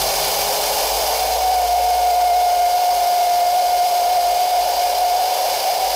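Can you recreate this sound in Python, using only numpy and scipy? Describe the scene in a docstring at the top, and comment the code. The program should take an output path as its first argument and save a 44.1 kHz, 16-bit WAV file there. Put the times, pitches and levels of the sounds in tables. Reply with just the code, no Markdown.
"""On a workbench, compressed air drives a small turbine that spins the impellers of a plastic compressor.
The bench drones; the rotor hums and its blades sing faintly as it speeds up and sags. Turbulence roars
in the housing, and the exhaust jet hisses through narrow resonant ducts. The main sound is a wavering
whistle, made as the flow locks onto the resonance of one cavity in the housing.
The gain control of a close microphone ducks the rest under the whistle."""
import sys
import numpy as np
from scipy import signal
from scipy.fft import rfft, irfft
from scipy.io import wavfile
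from scipy.ndimage import uniform_filter1d, minimum_filter1d

SR = 44100
rng = np.random.default_rng(int(sys.argv[2]) if len(sys.argv) > 2 else 0)


def file_out(sig):
    """Save sig as 16-bit WAV at sys.argv[1]."""
    # one column per channel
    cols = np.atleast_2d(sig).T
    # limit, then scale
    lim = np.clip(cols, -1, 1)
    pcm = np.round(lim * 32767).astype(np.int16)
    wavfile.write(sys.argv[1], SR, pcm)


N = 262615

# air supply, eased once the rotor is up to speed: t/s, flow level/dB
AIR_FLOW = [(0, 1.5), (.9, 1), (1.4, -1.5), (1.95, -1), (3.5, -1.5), (4.7, -2.5), (5.95, -3.5)]
# rotation rate of the shaft: t/s, f/Hz
SHAFT_SPEED = [(0, 48.88), (1.2, 55.92), (1.85, 57.23), (2.35, 55.8), (3.0, 50.8), (3.55, 48.97),
               (4.0, 50.35), (4.9, 51.3), (5.95, 50.05)]
# low drone of bench and workshop: f/Hz, relative spectral level/dB
DRONE_SPECTRUM = [(20, -45), (32, -26), (38, -3), (44, 0), (52, 7), (62, -17), (80, -8), (130, -37),
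                  (400, -60)]
# turbulence in the housing: f/Hz, relative spectral level/dB
CHAMBER_SPECTRUM = [(60, -46), (125, -41), (200, -62), (300, -25), (370, -24), (410, -19.5), (520, -1.5),
                    (640, 1), (760, 3.5), (840, -2), (970, -7), (1080, -18), (1300, -26), (2000, -67)]
# wider roar of a strong jet: f/Hz, relative spectral level/dB
WIDE_ROAR_SPECTRUM = [(50, -13), (100, -15), (300, -6.5), (600, -3.5), (820, 5), (1020, 3), (1200, -5),
                      (1700, -29)]
# jet noise before the ducts colour it: f/Hz, relative spectral level/dB
JET_SPECTRUM = [(100, -42.5), (500, 5.5), (1200, -2.5), (2000, -2.75), (4000, 0), (7000, -3), (10000, -4),
                (15600, -5.5)]
# resonances of the exhaust ducts and vane passages: f/Hz, width/Hz, peak gain/dB
DUCT_MODES = [(1590, 440, 3.5), (2205, 190, 6.0), (2380, 300, 4.7), (2980, 630, 5.9), (3560, 230, 5.9),
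              (4180, 430, 6.8), (4740, 330, 10.6), (5070, 330, 10.2), (5530, 560, 7.3), (6350, 900, 6.3),
              (7600, 330, 5.0), (8280, 480, 2.6), (9400, 520, 5.6), (10430, 610, 3.1), (11260, 900, 5.4),
              (12770, 900, 8.3), (13740, 480, 6.1), (14730, 450, 8.2), (15470, 610, 4.0)]
# course of the cavity whistle: t/s, f/Hz, level/dB
WHISTLE_COURSE = [(0, 744, -56), (.7, 741.4, -39), (1.15, 737, -22), (1.4, 739.1, -13), (1.7, 721, -12),
                  (2.1, 717, -8.5), (3.2, 713.7, -10.5), (4.3, 717.3, -12.5), (5.15, 725.4, -15),
                  (5.55, 743.6, -21.5), (5.95, 737, -22)]
# the whistle briefly loses its lock on the cavity: t/s, dip in level/dB
LOCK_LOSSES = [(1.39, 6.5), (3.9, 1.5), (4.75, 6.5), (4.93, 6), (5.58, 4)]

FULL_SPEED_HZ = 57.46


def undb(db):
    """Amplitude ratio of a level in decibels."""
    return 10 ** (np.asarray(db) / 20)


def curves(table):
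    """Linear interpolation in time: each column after the first as a value per sample."""
    times, *columns = np.transpose(table)
    return [np.interp(np.arange(N) / SR, times, column) for column in columns]


def bins():
    """Frequencies of the Fourier bins, at least 1 Hz."""
    return np.maximum(np.arange(N // 2 + 1) * SR / N, 1)


def spectral_gain(spectrum):
    """Gain per bin, by interpolation of level over log frequency."""
    hz, db = np.transpose(spectrum)
    return undb(np.interp(np.log(bins()), np.log(hz), db))


def noise(gain):
    """Spectral shaping: white noise weighted by a gain per bin, then scaled to rms 1."""
    shaped = irfft(rfft(rng.standard_normal(N)) * gain, N)
    return shaped / np.sqrt(np.mean(shaped ** 2))


def waver(rate_hz):
    """Low-pass noise: a random fluctuation of rms 1, mostly slower than the given rate."""
    return noise(1 / (1 + (bins() / rate_hz) ** 4))


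def reflections(share, decay_s, count=40):
    """Interference of direct sound with echoes off nearby surfaces that absorb treble, as gain per bin."""
    lag_s = rng.uniform(.002, .03, count)
    echoes = np.zeros(N)
    echoes[(lag_s * SR).astype(int)] = rng.standard_normal(count) * np.exp(-lag_s / decay_s)
    return 1 + share * rfft(echoes / np.linalg.norm(echoes)) / np.hypot(1, bins() / 7000)


def bench_drone(flow_db):
    """Forced vibration: the machine shakes the bench, harder at strong flow."""
    return undb(-43 + 2.2 * flow_db) * noise(spectral_gain(DRONE_SPECTRUM))


def rotor_tones(shaft_hz, flow_db, blade_count=8, housing_hz=146.5, housing_width_hz=10.5):
    """Periodic forcing: unbalance hums at the shaft rate, and the blades sing at their passing rate."""
    angle = 2 * np.pi * np.cumsum(shaft_hz * (1 + 0.0011 * waver(5.1))) / SR
    sag_hz = FULL_SPEED_HZ - shaft_hz
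    hum = undb(-30.5 - 3 * sag_hz) * np.sin(angle)
    # the third shaft harmonic excites a housing resonance
    resonance = 1 / np.hypot(1, 2 * (3 * shaft_hz - housing_hz) / housing_width_hz)
    housing = undb(-46.5 + 3.6 * flow_db + 2.4 * waver(9)) * resonance * np.sin(3 * angle)
    speed_db = -1.05 * sag_hz
    blades = undb(-30.5 + speed_db + 1.83 * flow_db + 0.4 * waver(40)) * np.sin(blade_count * angle)
    # the octave comes and goes with the turbulence at the blade tips
    octave = undb(-32.5 + speed_db + 4.9 * flow_db + 2.7 * waver(28)) * np.sin(2 * blade_count * angle)
    return np.sqrt(2) * (hum + housing + blades + octave)


def exhaust_hiss(flow_db, split_hz=5780):
    """Jet noise filtered by duct resonances; the finest eddies fade first as the flow eases."""
    ducts_db = sum(db * np.exp(-(2 * (bins() - hz) / width) ** 2) for hz, width, db in DUCT_MODES)
    colour = spectral_gain(JET_SPECTRUM) * undb(ducts_db) * reflections(share=0.25, decay_s=0.0062)
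    coarse_share = 1 / (1 + (bins() / split_hz) ** 20)
    hiss = undb(-23 + 0.79 * flow_db) * noise(colour * np.sqrt(coarse_share))
    sizzle = undb(-23.5 + 1.3 * flow_db) * noise(colour * np.sqrt(1 - coarse_share))
    return (hiss + sizzle) * undb(0.75 * waver(84))


def housing_roar(shaft_hz, flow_db):
    """Turbulence: the impellers stir the air in the housing's chambers; a strong jet widens the band."""
    chamber_db = -19.5 + .25 * (shaft_hz - FULL_SPEED_HZ) + 0.11 * flow_db
    colour = spectral_gain(CHAMBER_SPECTRUM) * reflections(share=0.14, decay_s=0.011)
    chambers = undb(chamber_db) * noise(colour)
    wide_roar = undb(-31.5 + 2.06 * flow_db) * noise(spectral_gain(WIDE_ROAR_SPECTRUM))
    return (chambers + wide_roar) * undb(0.64 * waver(22))


def cavity_whistle(dip_half_width_s=0.05, wander_hz=2.384, wander_db=1.13):
    """Flow-excited resonance: eddies shake the tone, which grows steadier and richer with strength."""
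    hz, db = curves(WHISTLE_COURSE)
    t = np.arange(N) / SR
    db = db - sum(depth * np.exp(-((t - at) / dip_half_width_s) ** 2) for at, depth in LOCK_LOSSES)
    strength = np.sqrt(undb(db - db.max()))
    hz = hz + wander_hz * waver(7.9)
    db = db + wander_db * waver(7.9)
    large_eddies = 0.0061 * waver(36.4)
    small_eddies = 0.012 * waver(111.3)
    pitch_shake = (large_eddies + small_eddies) / np.maximum(strength, .33)
    phase = 2 * np.pi * np.cumsum(hz * (1 + pitch_shake)) / SR
    second = undb(-29 + 2 * waver(40)) * np.sin(2 * phase + 0.14 * waver(45.3))
    third = undb(-25.5 + 2 * waver(40)) * np.sin(3 * phase + 0.24 * waver(45))
    tone = np.sin(phase) + strength * (second + third)
    return np.sqrt(2) * undb(db + 1.2 * waver(29.77)) * tone


def scene():
    """Superposition: the sounds of bench and machine add, alike in both channels."""
    shaft_hz, = curves(SHAFT_SPEED)
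    flow_db, = curves(AIR_FLOW)
    background = bench_drone(flow_db) + rotor_tones(shaft_hz, flow_db)
    mono = background + cavity_whistle() + housing_roar(shaft_hz, flow_db) + exhaust_hiss(flow_db)
    return np.array([mono, mono])


def compress(x, threshold_db, ratio, window_s):
    """Automatic gain control: the swelling whistle raises the mean power and so ducks hiss and roar."""
    power = uniform_filter1d(np.mean(x ** 2, axis=0), int(window_s * SR))
    over_db = np.maximum(10 * np.log10(power) - threshold_db, 0)
    return x * undb(-over_db * (1 - 1 / ratio))


def limit(x, ceiling_db, hold_s):
    """Look-ahead limiting: the gain falls quickly around peaks that pass the ceiling."""
    size = int(hold_s * SR)
    ceiling = undb(ceiling_db)
    gain = ceiling / np.maximum(np.abs(x).max(axis=0), ceiling)
    return x * uniform_filter1d(minimum_filter1d(gain, size), size)


def record(dry):
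    """Dynamic range and band limiting: the level is evened, peaks are held and the top treble is cut."""
    even = compress(dry, threshold_db=-23.0, ratio=2.47, window_s=0.22)
    held = limit(even * undb(2.6), ceiling_db=-9.5, hold_s=0.0044)
    cutoff_hz = 15600
    return signal.sosfilt(signal.ellip(14, .2, 80, cutoff_hz, fs=SR, output="sos"), held)


dry = scene()
out = record(dry)
file_out(out)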